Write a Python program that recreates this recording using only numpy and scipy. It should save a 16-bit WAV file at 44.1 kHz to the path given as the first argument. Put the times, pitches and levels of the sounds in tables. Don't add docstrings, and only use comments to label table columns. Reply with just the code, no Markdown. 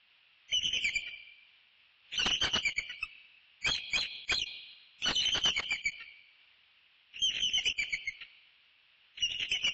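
import sys
import numpy as np
from scipy import signal
from scipy.fft import rfft, irfft
from scipy.io import wavfile
from scipy.ndimage import uniform_filter1d

SR = 44100
rng = np.random.default_rng(int(sys.argv[2]) if len(sys.argv) > 2 else 0)


def magnitude_from_level(level_db):
    exponent = np.asarray(level_db, float) / 20
    return 10 ** exponent


def persist_wave(psi):
    counts = np.round(np.clip(psi, -1, 1) * 32767).astype(np.int16)
    wavfile.write(sys.argv[1], SR, np.atleast_2d(counts).T)


N = 429093

# (frequency [Hz], density [dB per Hz])
AIR_SPECTRUM = [(18, -73), (30, -24), (90, -15.5), (123, -19.5), (361, -24.5), (1180, -14.5), (2040, -9),
                (2810, 1.5), (3080, -3), (4050, -13), (5450, -25.5), (7000, -58.5), (9100, -83.5),
                (15400, -120)]
# (delay [s], T60 [s], level [dB])
WOODS_ECHOES = [
    (0.069, 0.79, -17.5),
    (0.053, 1.25, -12.5),
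    (0.0062, 0.13, -12),
]
# (low edge, high edge) [Hz]
ECHO_BAND_HZ = [2400, 4250]
# (time [s], length [s], level [dB])
RASPS = [(2.194, 0.028, -34), (2.262, 0.015, -28.5), (2.302, 0.011, -33), (2.422, 0.054, -31.5),
         (2.539, 0.031, -28), (2.66, .03, -51.5), (2.785, 0.026, -51.5), (2.915, 0.0041, -69),
         (3.663, 0.045, -33), (3.939, 0.052, -41.5), (4.317, 0.014, -30), (5.061, 0.051, -30),
         (5.35, 0.03, -31.5), (5.456, 0.029, -30), (5.582, 0.03, -33), (5.717, 0.0083, -39),
         (7.638, 0.14, -61), (9.51, 0.026, -64), (9.634, 0.049, -43)]
# (frequency [Hz], density [dB per Hz])
RASP_SPECTRUM = [(60, 4.5), (300, 2.5), (900, 1), (1500, 5.5), (2100, 0.5), (3700, -1), (4600, -1),
                 (5100, -14.5), (8000, -39.5)]
# (time [s], length [s], level [dB])
SCREECHES = [(.512, 0.0084, -58.5), (.6, 0.16, -47), (.73, 0.14, -52.5), (1.07, 0.019, -46.5),
             (2.12, 0.066, -44), (2.3, 0.057, -36), (2.895, 0.047, -45.5), (3.74, 0.049, -42),
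             (4.015, 0.043, -40), (5.015, 0.027, -55.5), (5.195, 0.073, -40), (5.275, 0.025, -37),
             (6.0, 0.02, -47.5), (7.14, 0.064, -57), (7.3, 0.11, -38), (7.49, 0.088, -48.5),
             (7.61, .03, -52), (8.212, 0.027, -44), (9.175, 0.1, -46.5), (9.295, 0.064, -46.5),
             (9.397, 0.055, -37), (9.52, 0.051, -42.5)]
# (frequency [Hz], density [dB per Hz])
SCREECH_SPECTRUM = [(900, -42.5), (1400, -15), (2200, 3.5), (3000, 8), (3600, -12.5), (4100, -1.5),
                    (4400, -53.5)]
# (time [s], length [s], pitch [Hz], level [dB])
CLUCKS = [
    (1.074, 0.013, 975, -51.5),
    (2.896, 0.019, 989, -45),
    (6.004, .022, 925, -51.5),
    (8.217, 0.013, 926.5, -55.5),
]
# (multiple of pitch [1], level [dB])
CLUCK_PARTIALS = [(1.5, -5.5), (2, 2), (3, 4)]
# (time [s], length [s], half pitch [Hz], level [dB])
SPLITS = [
    (2.194, 0.013, 1506, -33),
    (2.428, 0.026, 1531, -32),
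    (3.666, 0.015, 1574, -38),
    (4.321, 0.012, 1574, -33),
    (3.028, 0.016, 1270, -47.5),
    (5.058, .02, 1459, -32.5),
    (5.35, .02, 1540, -41.5),
]
# (time [s], length [s], start [Hz], end [Hz], level [dB])
SLIDES = [(.52, 0.016, 2200, 2500, -41.5), (0.834, 0.025, 2730, 2400, -33), (2.133, 0.038, 3200, 3900, -44),
          (2.138, 0.036, 2600, 2550, -51), (2.232, 0.038, 4030, 3960, -41), (3.736, 0.03, 3260, 2950, -35),
          (4.004, 0.021, 3430, 3000, -36.5), (4.38, 0.02, 3840, 3050, -36), (4.408, 0.033, 3050, 2780, -34),
          (5.023, 0.019, 2500, 2900, -39.5), (5.023, 0.025, 3400, 3690, -43),
          (5.13, 0.061, 4193, 3927, -40), (5.155, 0.016, 3800, 3000, -32), (5.184, 0.041, 3200, 4040, -40),
          (5.22, 0.026, 4150, 4100, -29), (5.248, 0.01, 4104, 3116, -36.5),
          (7.16, 0.076, 2700, 2950, -47.5), (7.402, 0.037, 3080, 3218, -36),
          (7.657, 0.025, 2400, 2575, -32.5), (9.172, 0.031, 2900, 3500, -51),
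          (9.298, 0.024, 3290, 3600, -44), (9.389, 0.048, 3400, 3100, -43.5),
          (9.516, 0.015, 2500, 2856, -28.5), (9.645, 0.0088, 2540, 2800, -25.5)]
# (tone 1 [s], tone 2 [s], tone 3 [s], end [s], level [dB])
YELPS = [
    (3.646, 3.672, 3.716, 3.762, -29),
    (3.934, 3.958, 3.975, 4.03, -30),
    (4.296, 4.311, 4.342, 4.378, -28),
]
# (start [Hz], end [Hz], level [dB], flutter [0-1])
YELP_TONES = [
    (2250, 2560, 2, .35),
    (3220, 3330, -1, .55),
    (4130, 4070, -7, .55),
]
# (time [s], length [s], top pitch [Hz], level [dB], flutter [0-1])
LOW_CHIRPS = [(.745, 0.05, 2520, -41.5, 0.54), (.848, 0.047, 2372, -32, .4), (.957, 0.018, 2394, -23.5, 0),
              (2.457, 0.029, 2326, -37, 0), (2.652, 0.047, 2360, -28.5, .4),
              (2.781, 0.013, 2309, -28, 0.49), (3.028, 0.011, 2643, -28.5, 0),
              (5.286, 0.013, 2300, -55, 0.7), (5.565, 0.053, 2300, -33, 0.62),
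              (5.707, 0.054, 2392, -32.5, 0.46), (5.857, 0.038, 2327, -29, 0.4),
              (7.579, 0.021, 2198, -33.5, .2), (7.79, 0.047, 2361, -32, 0.54),
              (7.927, 0.027, 2270, -31.5, 0.49), (8.075, 0.025, 2174, -33.5, 0.31),
              (9.548, 0.022, 2255, -35, 0), (9.668, 0.023, 2354, -31, 0.34)]
# (time [s], length [s], top pitch [Hz], level [dB], flutter [0-1])
HIGH_CHIRPS = [(.528, .068, 3049, -27.5, 0.2), (.625, 0.066, 3133, -33, .85), (.727, .05, 3045, -33, .6),
               (2.178, 0.066, 2986, -32, 0.65), (2.254, 0.042, 3087, -32.5, 0.72),
               (2.31, .055, 3010, -35.5, 0.76), (2.415, 0.049, 3124, -30, .5),
               (2.533, 0.059, 2978, -29, 0.65), (5.04, 0.069, 3018, -31, .5), (5.164, 0.053, 3046, -28, .3),
               (5.254, 0.038, 3103, -30, .4), (5.322, 0.056, 3160, -32, 0.65),
               (5.439, 0.069, 3106, -27, 0.5), (7.22, 0.082, 3191, -27.5, 0.23),
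               (7.345, 0.03, 3027, -41.5, 0.89), (7.432, 0.066, 3064, -30, .4),
               (7.536, 0.064, 3071, -28, 0.41), (7.664, 0.051, 2970, -29.5, 0.57),
               (9.225, 0.042, 2909, -25.5, 0.1), (9.295, 0.062, 2880, -42, 0.76),
               (9.395, 0.024, 2880, -43, 0.64), (9.516, .057, 3072, -32, .3),
               (9.642, 0.055, 2965, -26.5, 0)]
LOW_ARCH = .15, .015, 4300, 6, .55
HIGH_ARCH = .22, .012, 3000, 4, .45
# (multiple of pitch [1], level [dB])
OVERTONES = [(2, -15), (3, -22)]
# (frequency [Hz], level [dB])
LINK_GRIT = [(0, -12), (3500, -14), (4300, -7), (8000, -6)]
# (frequency [Hz], level [dB])
LINK_DROP = [(0, -49), (700, -42), (1200, -42), (2000, -88.5), (3000, -45), (3700, -18), (4600, -28),
             (5200, -38), (8000, -25.5)]
# (time [s], length [s], gain [dB])
LINK_DIPS = [
    (0.677, 0.044, -5),
    (2.395, 0.0079, -10.5),
    (2.734, 0.027, -13),
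    (3.918, 0.095, 0.5),
    (4.253, 0.022, -15),
    (4.443, 0.018, -11.5),
    (5.605, 0.019, -16.5),
    (5.817, 0.023, -9),
    (5.908, 0.0054, -24),
    (7.729, 0.051, -12),
]


def level(x, db):
    return x * magnitude_from_level(db) / np.sqrt(np.mean(x ** 2))


def colour(x, points):
    hz, db = np.transpose(points)
    f = np.fft.rfftfreq(len(x), 1 / SR) + 1
    return irfft(rfft(x) * magnitude_from_level(np.interp(np.log(f), np.log(hz), db)), len(x))


def walk(rate_hz):
    k = int(SR / rate_hz)
    return level(uniform_filter1d(uniform_filter1d(rng.standard_normal(N), k), k), 0)


def gate(start_s, length_s, rise_s, fall_s):
    first = int((start_s - rise_s) * SR)
    last = min(int((start_s + length_s + 8 * fall_s) * SR), N)
    span = np.arange(first, last)
    t = span / SR - start_s
    rise = np.clip(1 + t / rise_s, 0, 1) ** 2
    fall = np.exp(-np.clip(t - length_s, 0, None) / fall_s)
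    return span, t, rise * fall


def air():
    hiss = colour(rng.standard_normal(N), AIR_SPECTRUM)
    swell_db = 0.7 * walk(9.6)
    return level(hiss * magnitude_from_level(swell_db), -65.5)


def woods(voice):
    rustle = 1 + 0.45 * walk(500)
    t, tail = np.arange(2 * SR) / SR, 0
    for delay_s, t60_s, db in WOODS_ECHOES:
        onset = np.clip(t / delay_s - 1, 0, 1)
        decay = np.exp(-np.log(1000) * t / t60_s)
        echo = onset * decay * rng.standard_normal(len(t))
        tail = tail + magnitude_from_level(db) * echo / np.sqrt(np.sum(echo ** 2))
    tail = signal.sosfilt(signal.butter(4, ECHO_BAND_HZ, "band", fs=SR, output="sos"), tail)
    return signal.fftconvolve(voice * rustle, tail)[:N]


def bursts(table, spectrum, spurt_hz):
    spurts_db = 5.4 * np.minimum(walk(spurt_hz), 1.3)
    noise = level(colour(rng.standard_normal(N), spectrum) * magnitude_from_level(spurts_db), 0)
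    out = np.zeros(N)
    for start_s, length_s, db in table:
        span, t, env = gate(start_s, length_s, rise_s=0.0078, fall_s=0.0066)
        out[span] += magnitude_from_level(db) * env * noise[span]
    return out


def rasps():
    return bursts(RASPS, RASP_SPECTRUM, spurt_hz=80)


def screeches():
    return bursts(SCREECHES, SCREECH_SPECTRUM, spurt_hz=120)


def line(start_s, length_s, start_hz, end_hz, db, flutter):
    return start_s, length_s, [0, 1], [start_hz, end_hz], db, flutter, 0, 0


def clucks():
    return [line(s, length_s, k * hz, k * hz * 0.98, db + partial_db, 0.1)
            for s, length_s, hz, db in CLUCKS
            for k, partial_db in CLUCK_PARTIALS]


def splits():
    out = []
    for s, length_s, hz, db in SPLITS:
        out.append(line(s, length_s, hz, hz, db, 0.4))
        out.append(line(s, length_s, 3 * hz, 3 * hz, db - 3.5, 0.4))
    return out


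def slides():
    return [line(*row, 0.65) for row in SLIDES]


def yelps():
    overlap_s, out = 0.006, []
    for *times, db in YELPS:
        for s, end_s, (start_hz, end_hz, tone_db, flutter) in zip(times, times[1:], YELP_TONES):
            out.append(line(s, end_s - s + overlap_s, start_hz, end_hz, db + tone_db, flutter))
    return out


def chirps(table, top, scoop, sag_hz_s, fade_db, hoarsen):
    return [(s, length_s, [0, top, 1], [hz * (1 - scoop), hz, hz - sag_hz_s * length_s],
             db, flutter, fade_db, hoarsen)
            for s, length_s, hz, db, flutter in table]


def notes():
    low = chirps(LOW_CHIRPS, *LOW_ARCH)
    high = chirps(HIGH_CHIRPS, *HIGH_ARCH)
    return clucks() + splits() + slides() + yelps() + low + high


def whistles():
    flutter_hz, flutter_db, flutter_lift_db = 161, 10, 12.5
    breath_hz, breath_db, wobble = 600, -2, 0.04
    effort_db = -30
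    shake, drift, breath = walk(flutter_hz), walk(300), walk(breath_hz)
    out = np.zeros(N)
    for start_s, length_s, places, path_hz, db, flutter, fade_db, hoarsen in notes():
        span, t, env = gate(start_s, length_s, rise_s=0.003, fall_s=0.0022)
        place = t / length_s
        db = db + flutter_lift_db * flutter
        flutter = flutter + hoarsen * (np.clip(place, 0, 1) ** 2 - 0.3)
        flutter = np.clip(1.412 * flutter - 0.2, 0, 1.3)
        hz = np.interp(place, places, path_hz) * (1 + wobble * flutter * drift[span])
        phase = 2 * np.pi * np.cumsum(hz) / SR
        fading_db = fade_db * ((1.48 * place - 0.5) ** 2 - 0.3471)
        shaking_db = flutter_db * flutter * np.abs(shake[span])
        gain = env * magnitude_from_level(db + 0.5 - fading_db - shaking_db)
        gain = gain * (1 + magnitude_from_level(breath_db) * flutter ** 2 * breath[span])
        purity_db = 0.7 * min(db - effort_db - 4, 2)
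        tone = np.sin(phase)
        for k, overtone_db in OVERTONES:
            tone = tone + magnitude_from_level(overtone_db + purity_db) * np.sin(k * phase)
        out[span] += gain * tone
    return out


def scene():
    voice = whistles() + screeches()
    return (air() + woods(voice) + rasps() + voice)[None]


def overload(x):
    ceiling, thump_power, thump_db, octave_db = 0.071, 1.26, -13, 9.5
    x = ceiling * np.tanh(x / ceiling)
    thump = ceiling * np.abs(x / ceiling) ** thump_power
    thump = signal.sosfilt(signal.butter(2, [18, 900], "band", fs=SR, output="sos"), thump)
    octave = signal.sosfilt(signal.butter(4, 3800, "high", fs=SR, output="sos"), x ** 2)
    return x + magnitude_from_level(thump_db) * thump + magnitude_from_level(octave_db) * octave


def camera_link(x):
    frame, band = 2816, 16
    starve_db, starve_power, hush_db = -51.5, 0.37, -118
    window = signal.windows.cosine(frame)
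    hz, _, z = signal.stft(x, SR, window=window, nperseg=frame)
    bands = np.arange(len(z)) // band
    rms = np.sqrt(np.add.reduceat(np.abs(z) ** 2, np.arange(0, len(z), band)) / band)
    grit = rng.standard_normal(z.shape) + 1j * rng.standard_normal(z.shape)
    grit = grit * magnitude_from_level(np.interp(hz, *np.transpose(LINK_GRIT)))[:, None]
    loudest = rms.max(0)
    reference = loudest * np.minimum(loudest / magnitude_from_level(starve_db), 1) ** starve_power
    drop = magnitude_from_level(np.interp(hz[::band], *np.transpose(LINK_DROP)))
    keep = rms > np.maximum(np.outer(drop, reference), magnitude_from_level(hush_db))
    z = (z + rms[bands] * grit) * keep[bands]
    y = signal.istft(z, window=window, nperseg=frame)[1][:N]
    dip_db = np.zeros(N)
    for s, length_s, db in LINK_DIPS:
        dip_db[int(s * SR):int((s + length_s) * SR)] = db
    y = y * magnitude_from_level(uniform_filter1d(dip_db, size=350))
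    return signal.sosfilt(signal.ellip(10, 0.2, 80, 7750, fs=SR, output="sos"), y)


def top_cut(x):
    return signal.sosfilt(signal.butter(12, 7930, fs=SR, output="sos"), x)


def record(dry):
    mix = camera_link(overload(dry[0]))[None]
    return top_cut(mix)


dry = scene()
out = record(dry)
persist_wave(out)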